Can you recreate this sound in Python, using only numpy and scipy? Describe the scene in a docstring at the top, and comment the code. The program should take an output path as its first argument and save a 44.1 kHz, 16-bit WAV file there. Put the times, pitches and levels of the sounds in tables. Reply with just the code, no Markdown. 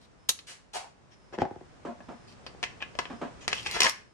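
"""Pistol check over a workbench

A pistol is handled over a wooden bench in a small room, close by and left of a pair of microphones.
A catch snaps; steel parts click, slide and clack in a quick run; something knocks and rocks on the bench.
Dull bumps and two swishes come from farther off, over quiet room tone and a faint whine. Bursts of noise
act as contact forces and set resonant objects ringing; reflections and a diffuse tail place them."""
import sys
import numpy as np
from scipy import signal
from scipy.fft import rfft, irfft
from scipy.io import wavfile
from scipy.ndimage import uniform_filter1d

SR = 44100
rng = np.random.default_rng(int(sys.argv[2]) if len(sys.argv) > 2 else 0)


def to_wav(sig):
    """Store sig (one row per channel, or 1-D mono) as 16-bit WAV at the path in sys.argv[1].

    Samples outside -1..1 are clipped; the rate is SR.
    """
    pcm = np.clip(np.atleast_2d(sig), -1, 1) * 32767
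    pcm = np.round(pcm).astype(np.int16)
    wavfile.write(sys.argv[1], SR, pcm.T)  # frames by channels


N = 182441  # length of the scene in samples

# Band edges in Hz; a sound with fewer bands merges the upper ones.
BAND_EDGES = [30, 1000, 4000, 8000, 12000, 16000]

# Room tone spectrum. Each row: frequency in Hz, relative level in dB.
ROOM_TONE_COLOUR = [(20, -16), (64, 3.5), (87, -2.5), (118, 0.5), (286, -5), (420, -6.5), (1170, -12),
                    (4100, -25), (5500, -24.5), (9300, -32.5), (10600, -48), (15000, -103)]
# Room tone as the hands move. Each row: time in seconds, level in dB.
ROOM_TONE_LEVEL = [(0, -58.5), (.8, -61), (1.75, -54.5), (2.9, -51), (3.7, -49), (4.14, -61)]
# Decay of the small room. Each row: frequency in Hz, time to fall by 60 dB in seconds.
ROOM_DECAY = [(100, 0.14), (400, 0.25), (1500, 0.33), (5000, 0.3), (10000, 0.27), (16000, 0.041)]
# Paths to the left, then the right microphone, straight and off the bench top.
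# Each path: delay in ms, gain as a factor.
MIC_PATHS = [
    [(0, 1.15), (.33, .15)],
    [(.136, .8), (.66, -.12)],
]
# The right microphone's colour for sounds from the left. Each row: frequency in Hz, gain in dB.
RIGHT_COLOUR = [(150, 6.5), (450, -2.5), (1100, -7), (2500, -3.5), (3800, 8.5), (5200, 0.5), (8000, -10),
                (13000, 11)]

# A faint electrical whine. Each row: start in seconds, level at the left microphone in dB.
WHINE_STARTS = [(0.19, -78), (1.12, -78), (2.028, -76.5), (2.96, -71.5), (4.05, -81)]
WHINE_HZ, WHINE_LENGTH_S = 5200, 0.25
WHINE_OCTAVE_DB, WHINE_RIGHT_DB = -15.5, 7.5  # octave against the tone, right against left

# Swishes farther off. Each row: start in seconds, length in seconds, relative level in dB.
SWISHES = [(0.464, 0.065, -51), (0.73, 0.054, -44)]
SWISH_BASS_DB, SWISH_TREBLE_DB, SWISH_AIR_DB = -8.5, -2.5, -3  # against the middle band
# A hollow note in the second swish. 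Each row: time in seconds, relative level in dB, pitch in Hz.
HOLLOW_CURVE = [(0.734, -41, 760), (0.767, -34.5, 770), (0.795, -66, 760), (0.805, -42, 795),
                (0.827, -59, 770), (0.85, -42, 750)]

# Dull bumps farther off. Each row: start in seconds, relative level in dB, length in seconds,
# fade time in seconds, middle band against the bass in dB, hollow note in Hz.
BUMPS = [(1.848, -28, 0.091, 0.037, -18.5, 600), (2.001, -44.5, 0.033, 0.01, -15, 630),
         (2.082, -33.5, 0.076, 0.047, -16, 550), (3.097, -32, 0.074, 0.034, -11.5, 286),
         (3.212, -26, 0.091, 0.029, -13.5, 580)]
# Broad colour of the bumps. Each row: frequency in Hz, gain in dB.
BUMP_COLOUR = [(60, -57), (150, -18), (245, -2.5), (380, -12), (620, -12.5), (1100, -11.5), (1700, -16.5),
               (4000, -26.5), (8000, -31), (10500, -46.5), (13000, -82)]
BUMP_TREBLE_DB = -28  # against the bass

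# Knocks on the bench top. Each row: start in seconds, relative level in dB,
# everything above the bass against the bass in dB, note of the spot in Hz.
KNOCKS = [(1.325, -39, -7, 418), (1.339, -34.5, -21, 640), (1.379, -27, -15.5, 350),
          (1.3849, -22.5, -12.5, 327), (1.4179, -13, -5.5, 686), (1.425, -20, -26, 233),
          (1.4518, -22.5, -7.5, 750), (2.547, -39.5, -11, 456)]
# Broad colour of a blow on the bench. Each row: frequency in Hz, gain in dB.
BENCH_COLOUR = [(40, -17), (100, 0), (160, -4.5), (250, 0), (450, -3), (850, -7.5), (1200, -17.5),
                (3000, -30), (6000, -38), (11000, -62), (15000, -104)]
# Resonances of the bench. Each row: frequency in Hz, width in Hz, relative strength in dB.
BENCH_MODES = [(250, 29, -25), (373, 32, 5.5), (516, 52, -3), (798, 105, 6.5), (1500, 190, 0),
               (1760, 350, 1), (2370, 90, -9)]
KNOCK_LAG_S = 0.0014  # how late 315 Hz arrives after the treble; lower notes lag more
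# The knocked thing rocks to rest in even, softer taps, each weaker than the last.
ROCK_START_S, ROCK_PERIOD_S, ROCK_LAG_S = 1.509, 0.0502, 0.00372
ROCK_DB, ROCK_LOSS_DB, ROCK_UPPER_DB = -29, 4, -16.5  # relative level, loss per tap, above 1 kHz against bass
# It drags over the bench just before the main knock.
DRAG_START_S, DRAG_LENGTH_S, DRAG_DB, DRAG_HZ = 1.381, 0.046, -39, 144

# Broad colour of a steel contact. Each row: frequency in Hz, gain in dB.
CONTACT_COLOUR = [(60, -11.5), (200, -11), (450, -0.5), (1000, 1), (1900, 5), (2900, 7), (3900, 1.5),
                  (5800, -3.5), (8000, -8.5), (10700, -19), (12300, -33), (16000, -56)]
# Resonances of the pistol. Each row: frequency in Hz, width in Hz, relative strength in dB.
FRAME_MODES = [(1070, 160, -2), (1690, 35, -2), (1728, 30, 0), (1784, 35, -3), (2025, 55, 1),
               (2129, 40, -3), (2470, 50, -2), (2614, 35, 0), (3071, 45, -2), (3184, 45, -1),
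               (5470, 150, 1), (5730, 90, -4), (6680, 200, -4), (8200, 300, -5), (9750, 300, -2),
               (11100, 300, -4)]
# Hard contacts are bright and low-ringing parts carry more bass. Rows for bass, treble, air and the very top.
# Each row: level in dB against the middle band, dB per dB of hardness, dB per octave above MID_PART_HZ.
STEEL_BANDS = [(-1.5, 0.11, -7.5), (-7, 1.52, 2), (-24.5, 1.99, 3), (-44.5, 4.5, 4)]
MID_PART_HZ = 2000
PART_WIDTH = .14  # width of a gripped part's resonance, as a share of its pitch
FREE_DB_PER_OCTAVE = 6  # how much more strongly a part rings, per octave above MID_PART_HZ

# A jolted part rings on. Each row: start in seconds, relative level in dB, tilt of its modes in dB per octave.
PINGS = [(2.004, -47.5, -12), (2.8246, -31.5, -6)]
# Modes of that part. Each row: frequency in Hz, width in Hz, relative strength in dB.
PING_MODES = [(1696, 26, 0), (2552, 55, -3), (2678, 50, -3)]
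# Short strokes of steel on steel. Each row: start in seconds, length in seconds, relative level in dB,
# hardness of the contact in dB, ring in Hz.
RUBS = [(0, 0.064, -72.5, 5.5, 3900), (1.106, 0.041, -65.5, 0, 5710), (1.325, 0.032, -57.5, 4, 590),
        (1.392, 0.04, -49.5, -2, 1580), (2.266, 0.072, -65, 3.5, 4600), (2.802, 0.019, -47.5, -20, 2550),
        (3.401, 0.056, -56, 0, 6900), (3.492, 0.034, -51, 2, 1980), (3.741, 0.03, -40, 2, 1470),
        (3.813, 0.066, -36, 5, 1600), (3.871, 0.028, -43.5, 7, 2210)]
# The slide is drawn back. Each row: time in seconds, relative level in dB, hardness in dB, ring in Hz.
SLIDE_CURVE = [(3.545, -49, 8.5, 2700), (3.565, -41, 3, 2870), (3.582, -37.5, 1, 3050),
               (3.617, -53, 6.5, 3100), (3.645, -49, 5, 2600), (3.663, -38, 3.5, 2340),
               (3.7, -41.5, 2.5, 2070), (3.731, -36.5, 5, 2200), (3.764, -41, 6, 1840),
               (3.797, -38, 2.5, 1820)]
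# Resonances of the slide's rails. Each row: frequency in Hz, width in Hz, strength in dB.
RAIL_MODES = [(2740, 130, 1), (3360, 110, 5)]
# A sprung catch slips, snaps home and rebounds.
# Each row: start in seconds, relative level in dB, chatter time in ms.
SNAPS = [(0.288, -30.5, 1.3), (0.291, -11.5, 2.1), (0.2936, -17.5, 1.2)]
# Ring of the catch. Each row: frequency in Hz, width in Hz, strength in dB.
CATCH_MODES = [(2900, 100, 3.5), (3800, 200, 1), (6350, 320, 4.5), (9800, 300, 2.5), (10400, 270, 3.5)]
# Broad colour of the snap. Each row: frequency in Hz, gain in dB.
SNAP_COLOUR = [(60, -12.5), (200, -11), (700, -6.5), (1100, -2), (2200, -4), (3500, 2.5), (6500, 2),
               (8200, 1), (10000, -3.5), (12500, -4.5), (16000, -24)]
SNAP_RISE_S = 0.0004
# Steel meeting steel. Each row: time in seconds, relative level in dB, hardness of the contact in dB,
# ring of the struck part in Hz, chatter time in ms, extra bass weight in dB, relative strength of the ring in dB.
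CLICKS = [(0.389, -37, 1.5, 4230, 3, -22, 1), (1.386, -35.5, -3, 1580, 1.1, 8, 14),
          (2.4642, -33.5, 0.5, 4730, 5.1, 12.5, 5), (2.6284, -21.5, 0, 2660, 2.5, 2.5, -5),
          (2.634, -24, -3, 1740, 2.3, -3, 2), (2.6384, -19.5, -2, 2500, 0.48, -7, -2),
          (2.818, -32.5, -8, 2600, 1.1, -1, -2), (2.8237, -22.5, -8.5, 2600, 1.1, -1.5, 6),
          (2.952, -41, 1.5, 596, 0.75, -2.5, 16), (2.9881, -20.5, 3, 1000, 3.3, -1, 2.5),
          (2.993, -25.5, -7, 1560, 3.3, -6, 7), (3.054, -30, -15, 2700, 1.2, 3, -19),
          (3.4788, -18.5, 4, 1880, 0.83, -0.5, -2.5), (3.516, -30, 0, 2680, 4, -2, -3),
          (3.5288, -14.5, -2, 2680, 1.74, -2, -7), (3.6614, -20, -3, 2400, 3, -3.5, 2),
          (3.669, -25.5, 3, 2250, 1.6, -15, 17), (3.712, -33.5, 7.5, 4400, 1.2, 2.5, -12),
          (3.7644, -28.5, -15, 1720, 1.5, 11.5, -1), (3.7699, -25, -12, 1730, 1.2, 1.5, -0.5),
          (3.803, -17.5, 3.5, 2130, 1.8, -3, -4.5), (3.805, -12.5, 6.5, 2050, 0.51, -3.5, 6.5),
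          (3.8182, -8.5, -1, 2480, 1.3, -10, -0.5), (3.8235, -21.5, -8.5, 2000, 1.5, -1, -1),
          (3.8311, -17.5, 5.5, 5550, 1.3, -4, 7.5), (3.8432, -14.5, -4, 1850, 1.4, -4.5, 6),
          (3.847, -18.5, 6, 1095, 1.8, -4.5, 14), (3.8573, -22, -6, 900, 1.2, -1.5, 7),
          (3.8648, -14.5, 1, 1750, 1.0, -9.5, 10), (3.8667, -12.5, -14, 2050, 3, -18, 13),
          (3.895, -30, 8, 5700, 1.2, -5, -4)]

EDGE_HZ = 16000  # upper edge of the recorder's band


def amp(db):
    """Decibels to gain."""
    return 10 ** (np.asarray(db) / 20)


def unit(x):
    """Scales to unit energy."""
    return x / np.sqrt(np.sum(x ** 2) + 1e-20)


def read(points, hz):
    """Reads a table on a log-frequency axis."""
    f, value = np.transpose(points)
    return np.interp(np.log(hz + 1), np.log(f + 1), value)


def add(mix, s, sound):
    """Mixes a sound in at time s."""
    part = mix[max(round(s * SR), 0):][:len(sound)]
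    part += sound[:len(part)]


def follow(curve, size):
    """Each column of a control curve, sample by sample from its first point."""
    s, *columns = np.transpose(curve)
    times = s[0] + np.arange(size) / SR
    return [np.interp(times, s, column) for column in columns]


def body(colour, size=2048):
    """Causal, minimum-phase impulse response with the broad colour of an object."""
    hz = abs(np.fft.fftfreq(2 * size, 1 / SR))
    log_gain = np.log(amp(read(colour, hz)))
    spectrum = np.exp(np.conj(signal.hilbert(log_gain)))
    return irfft(spectrum[:size + 1])[:size]


def even(x, span_hz):
    """Levels the broad humps and gaps of a random burst; its grain and decay stay."""
    power = uniform_filter1d(abs(rfft(x)) ** 2, size=max(round(span_hz * len(x) / SR), 1))
    inverse_db = -10 * np.log10(abs(power) + 1e-12)
    colour = np.column_stack([np.fft.rfftfreq(len(x), 1 / SR), inverse_db])
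    return unit(signal.fftconvolve(x, body(colour))[:len(x)])


def ring(x, modes, gain_db=0, size=6000):
    """Adds ringing modes to a sound; the narrower a mode, the longer it lasts."""
    t, response = np.arange(size) / SR, np.zeros(size)
    for hz, width, db in modes:
        gain = amp(db + gain_db) * 2 * np.pi * width / SR
        response += gain * np.exp(-np.pi * width * t) * np.cos(2 * np.pi * hz * t)
    response[0] += 1  # the sound itself
    return signal.fftconvolve(x, response)


def resonate(x, hz, width_hz):
    """A resonance of gain 1 that follows the curve hz."""
    turn = np.exp(2j * np.pi * np.cumsum(hz) / SR)
    r = np.exp(-np.pi * width_hz / SR)
    # shift the pitch down to zero, smooth, shift back
    return 2 * (turn * signal.lfilter([1 - r], [1, -r], x / turn)).real


def excite(force, response, levels_db):
    """A force drives an object; the levels set the energy in each band, from the bass up."""
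    sound = signal.fftconvolve(force, response)
    out = np.zeros(len(sound))
    edges = BAND_EDGES[:len(levels_db)] + BAND_EDGES[-1:]
    for k, db in enumerate(levels_db):
        bandpass = signal.butter(3, edges[k:k + 2], "band", fs=SR, output="sos")
        band = signal.sosfilt(bandpass, sound)
        out += (-1) ** k * amp(db) * unit(band)  # neighbouring bands in opposite sign
    return out


def chatter(fade_s, rise_s, span_hz, size=2048):
    """An impact: a quickly dying, broadband flurry of tiny contacts."""
    t = np.arange(size) / SR
    envelope = np.exp(-t / max(fade_s, 1e-4)) * (1 - np.exp(-(t / rise_s) ** 2))
    return even(rng.standard_normal(size) * envelope, span_hz)


def slips(length_s, grain_db, taper=0.31):
    """The force of sliding: a stream of small slips of uneven size."""
    size = int(length_s * SR)
    slip_size = amp(grain_db * np.minimum(rng.exponential(1, size), 4))
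    force = rng.standard_normal(size) * slip_size
    return even(force, span_hz=205) * signal.windows.tukey(size, taper)


def diffuse(size, alike_hz=800):
    """Noise from all directions: nearly independent at the two microphones, a trace alike in the bass."""
    a, b = rfft(rng.standard_normal((2, size)))
    alike = 0.018 / (1 + (np.fft.rfftfreq(size, 1 / SR) / alike_hz) ** 2)
    return irfft(np.array([a, alike * a + np.sqrt(1 - alike ** 2) * b]), size)


def room_tone():
    """Low rumble and faint hiss: coloured noise from all around, rising a little with the handling."""
    colour = amp(read(ROOM_TONE_COLOUR, np.fft.rfftfreq(N, 1 / SR)))
    noise = irfft(rfft(diffuse(N, alike_hz=486)) * colour, N)
    level = amp(np.interp(np.arange(N) / SR, *np.transpose(ROOM_TONE_LEVEL)))
    return np.sqrt(2 * N) * unit(noise) * level


def whine():
    """A thin electrical tone with its octave, switching on and off, stronger on the right."""
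    t, gate = np.arange(N) / SR, np.zeros(N)
    for start, db in WHINE_STARTS:
        gate += amp(db) * ((t > start) & (t < start + WHINE_LENGTH_S))
    gate = uniform_filter1d(gate, size=300)  # soft switching, 7 ms
    tone = np.sin(2 * np.pi * WHINE_HZ * t)
    tone += amp(WHINE_OCTAVE_DB) * np.sin(2 * np.pi * 2 * WHINE_HZ * t)
    return amp([[0], [WHINE_RIGHT_DB]]) * gate * tone


def swishes(grain_db=-8.5):
    """Smooth rubbing on something that does not ring: a stream of slips with a broad colour only."""
    out, plain = np.zeros(N), body(CONTACT_COLOUR)
    colour = np.array([SWISH_BASS_DB, 0, SWISH_TREBLE_DB, SWISH_AIR_DB])
    for s, length, db in SWISHES:
        force = slips(length, grain_db, taper=0.34)
        add(out, s, np.sqrt(length * SR) * excite(force, plain, db + colour))
    return out


def hollow(level_db=2, width_hz=420):
    """Rubbing noise in one low resonance, passed twice: a short, hollow note."""
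    out, start = np.zeros(N), HOLLOW_CURVE[0][0]
    size = int((HOLLOW_CURVE[-1][0] - start) * SR)
    db, hz = follow(HOLLOW_CURVE, size)
    noise = even(rng.standard_normal(size), span_hz=60)
    note = resonate(resonate(noise, hz, width_hz), hz, width_hz)
    level = amp(level_db + db) * np.sqrt(size) * signal.windows.tukey(size, .1)
    add(out, start, level * unit(note))
    return out


def bumps(level_db=26, note_db=-2, note_width_hz=130, release_s=0.024, size=8192):
    """Soft, drawn-out blows with little treble, a low boom and a hollow note; each sags, then stops."""
    out, t = np.zeros(N), np.arange(size) / SR
    dull = ring(body(BUMP_COLOUR), [(236, 19, -6), (690, 58, -5.5)])  # Hz, width Hz, dB
    for s, db, length, fade_s, middle_db, hz in BUMPS:
        release = np.clip((length - t) / release_s, 0, 1)
        force = even(chatter(fade_s, rise_s=0.0032, span_hz=70, size=size) * release, span_hz=70)
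        noted = ring(dull, [(hz, note_width_hz, note_db)])
        levels = level_db + db + np.array([0, middle_db, BUMP_TREBLE_DB])
        add(out, s, excite(force, noted, levels))
    return out


def drag(grain_db=3, width_hz=90, boom_db=5, upper_db=-20):
    """A short judder of slips over the bench top, which booms."""
    out, top = np.zeros(N), ring(body(BENCH_COLOUR), [(DRAG_HZ, width_hz, boom_db)])
    sound = excite(slips(DRAG_LENGTH_S, grain_db), top, [DRAG_DB, DRAG_DB + upper_db])
    add(out, DRAG_START_S, np.sqrt(DRAG_LENGTH_S * SR) * sound)
    return out


def bend(lag_s, size=4096):
    """Bending waves in the bench top: the bass travels slower, so each knock chirps down."""
    hz = np.fft.rfftfreq(size, 1 / SR)
    delay = 0.000836 + lag_s * np.maximum(np.sqrt(1500 / (hz + 60)) - 1, 0)
    return irfft(np.exp(-2j * np.pi * np.cumsum(delay) * SR / size))[:size // 2]


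def knocks(level_db=17, ring_db=-1, spot_db=3, spot_width=0.42, count=3):
    """Something knocks on the bench top, each spot with its own dull note, then rocks to rest."""
    out, wood = np.zeros(N), ring(body(BENCH_COLOUR), BENCH_MODES, ring_db)
    for s, db, upper_db, hz in KNOCKS:
        spot = ring(wood, [(hz, spot_width * hz, spot_db)])
        add(out, s, excite(bend(KNOCK_LAG_S), spot, level_db + db + np.array([0, upper_db])))
    tap = excite(bend(ROCK_LAG_S), wood, level_db + ROCK_DB + np.array([0, ROCK_UPPER_DB]))
    for k in range(count):
        add(out, ROCK_START_S + k * ROCK_PERIOD_S, amp(-k * ROCK_LOSS_DB) * tap)
    return out


def steel_levels(db, hardness_db, hz):
    """Band levels, from the bass up, for a contact of given hardness on a part that rings at hz."""
    octaves = np.log2(hz / MID_PART_HZ)
    bass, *upper = (usual + by_hardness * hardness_db + by_pitch * octaves
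                    for usual, by_hardness, by_pitch in STEEL_BANDS)
    return [db + band for band in (bass, 0, *upper)]


def gripped(frame, hz, gain_db):
    """One part rings on the frame; small, high parts ring more strongly than big ones held in the hand."""
    freedom_db = FREE_DB_PER_OCTAVE * max(np.log2(hz / MID_PART_HZ), 0)
    return ring(frame, [(hz, PART_WIDTH * hz, gain_db + freedom_db)])


def pings(level_db=1, rise_s=.001, size=8000):
    """A jolted part, likely the barrel, rings on in decaying sines; a soft touch favours its lowest mode."""
    out, t = np.zeros(N), np.arange(size) / SR
    attack = 1 - np.exp(-(t / rise_s) ** 2)
    for s, db, tilt_db in PINGS:
        for hz, width, mode_db in PING_MODES:
            gain = amp(level_db + db + mode_db + tilt_db * np.log2(hz / PING_MODES[0][0]))
            decay = np.exp(-np.pi * width * t)
            add(out, s, gain * attack * decay * np.sin(2 * np.pi * hz * t))
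    return out


def rubs(grain_db=6.5, frame_db=1, part_db=3):
    """Sliding parts set the frame ringing with streams of small slips."""
    out, steel = np.zeros(N), ring(body(CONTACT_COLOUR), FRAME_MODES, frame_db)
    for s, length, db, hardness_db, hz in RUBS:
        part = gripped(steel, hz, part_db)
        sound = excite(slips(length, grain_db), part, steel_levels(db, hardness_db, hz))
        add(out, s, np.sqrt(length * SR) * sound)
    return out


def slide(level_db=-4.5, grain_db=7.5, frame_db=-2, part_db=7, width_hz=350, bass_db=-3):
    """The slide grinds along its rails; its ring rises at first, then sinks as it is drawn back."""
    start = SLIDE_CURVE[0][0]
    length = SLIDE_CURVE[-1][0] - start
    force = slips(length, grain_db, taper=0.016)
    steel = ring(ring(body(CONTACT_COLOUR), FRAME_MODES, frame_db), RAIL_MODES)
    db, hardness_db, hz = follow(SLIDE_CURVE, len(force) + len(steel) - 1)
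    force = force + amp(part_db) * resonate(force, hz[:len(force)], width_hz)
    bass, *upper = steel_levels(level_db + db, hardness_db, hz)
    out = np.zeros(N)
    add(out, start, np.sqrt(length * SR) * excite(force, steel, [bass + bass_db, *upper]))
    return out


def snap(level_db=15, ring_db=0):
    """A sprung catch slips, snaps home and rebounds: a full, dry crack with a short high ring."""
    out, catch = np.zeros(N), ring(body(SNAP_COLOUR), CATCH_MODES, ring_db)
    for s, db, ms in SNAPS:
        force = chatter(ms / 1000, SNAP_RISE_S, span_hz=403)
        add(out, s, amp(level_db + db) * unit(signal.fftconvolve(force, catch)))
    return out


def strike(fade_s, strike_db, rise_s=0.00047):
    """Steel on steel: one sharp blow amid a short chatter."""
    force = chatter(fade_s, rise_s, span_hz=450)
    add(force, rise_s, np.array([amp(strike_db)]))
    return even(force, span_hz=300)


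def clicks(level_db=14.0, frame_db=-2, strike_db=-5, late_s=0.00018, ring_per_hardness=-0.25):
    """Each catch or stop strikes one part, which chatters; softer contacts ring the whole frame more."""
    out, contact = np.zeros(N), body(CONTACT_COLOUR)
    for s, db, hardness_db, hz, ms, weight_db, part_db in CLICKS:
        frame = ring(contact, FRAME_MODES, frame_db + ring_per_hardness * hardness_db)
        part = gripped(frame, hz, part_db)
        bass, *upper = steel_levels(level_db + db, hardness_db, hz)
        add(out, s + late_s, excite(strike(ms / 1000, strike_db), part, [bass + weight_db, *upper]))
    return out


def near(x):
    """Sound from close by on the left: it reaches the right microphone later and weaker."""
    left, right = (sum(gain * np.pad(x, (round(ms * SR / 1000), 0))[:N] for ms, gain in paths)
                   for paths in MIC_PATHS)
    return np.array([left, signal.fftconvolve(right, body(RIGHT_COLOUR))[:N]])


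def clutter(x, fade_s=0.0098, gap_s=0.00075, change_s=0.025, size=3000, count=11):
    """Early reflections off the bench, the bottles and the wall behind, as short bursts of diffuse taps.
    Their patterns crossfade in a repeating cycle, standing for the moving hands."""
    t, out = np.arange(size) / SR, np.zeros((2, N))
    envelope = np.exp(-t / fade_s) * (1 - np.exp(-(t / gap_s) ** 2))
    for k in range(count):
        taps = np.array([even(ear, span_hz=220) for ear in diffuse(size) * envelope])
        phase = (np.arange(N) / SR / change_s - k) % count
        share = np.sin(np.pi / 2 * np.minimum(phase, 2))  # silent outside its own turn
        out += signal.oaconvolve((share * x)[None], np.sqrt(2) * unit(taps), axes=1)[:, :N]
    return out


def room(x, build_s=0.0077):
    """The diffuse tail of the small room: noise that builds up, then decays at a rate set by frequency."""
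    hz, t, z = signal.stft(diffuse(SR), SR, nperseg=256)
    z = z * amp(-60 * t / read(ROOM_DECAY, hz)[:, None])
    tail = signal.istft(z, SR, nperseg=256)[1]
    tail *= 1 - np.exp(-np.arange(tail.shape[1]) / SR / build_s)
    return signal.fftconvolve(x[None], np.sqrt(2) * unit(tail), axes=1)[:, :N]


def scene():
    """Near sounds arrive mostly direct, far ones with more reflection; the bumps lie to the right.
    The bench top shakes both microphones almost alike."""
    tone, hum = room_tone(), whine()
    swish, note, bump = swishes(), hollow(), bumps()
    wood, ping, rub = knocks() + drag(), pings(), rubs() + slide()
    crack, steel = snap(), clicks()
    direct = near(steel + ping + amp(1.0) * crack + amp(-3.0) * rub
                  + amp(-6.0) * note + amp(-5.0) * swish)
    direct += amp([[0.0], [-1.5]]) * wood  # left, right
    direct += amp([[-5.0], [-2.5]]) * bump
    walls = clutter(amp(-4.0) * steel + crack + rub + amp(-5.0) * wood
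                    + amp(-3.0) * swish + amp(-3.5) * bump + amp(-2.0) * note)
    late = room(amp(-12.0) * steel + amp(-22) * ping + amp(-14.5) * crack + amp(-14.5) * rub
                + amp(-10.5) * wood + amp(-5.5) * swish + amp(-10.5) * bump + amp(-7.5) * note)
    return direct + walls + late + tone + hum


def record(dry, ceiling=0.97):
    """The recorder rounds off the highest peaks, then limits the band."""
    rounded = ceiling * np.tanh(dry / ceiling)
    lowpass = signal.firwin(511, EDGE_HZ, window=("kaiser", 9), fs=SR)
    return signal.oaconvolve(rounded, lowpass[None], "same")


dry = scene()
out = record(dry)
to_wav(out)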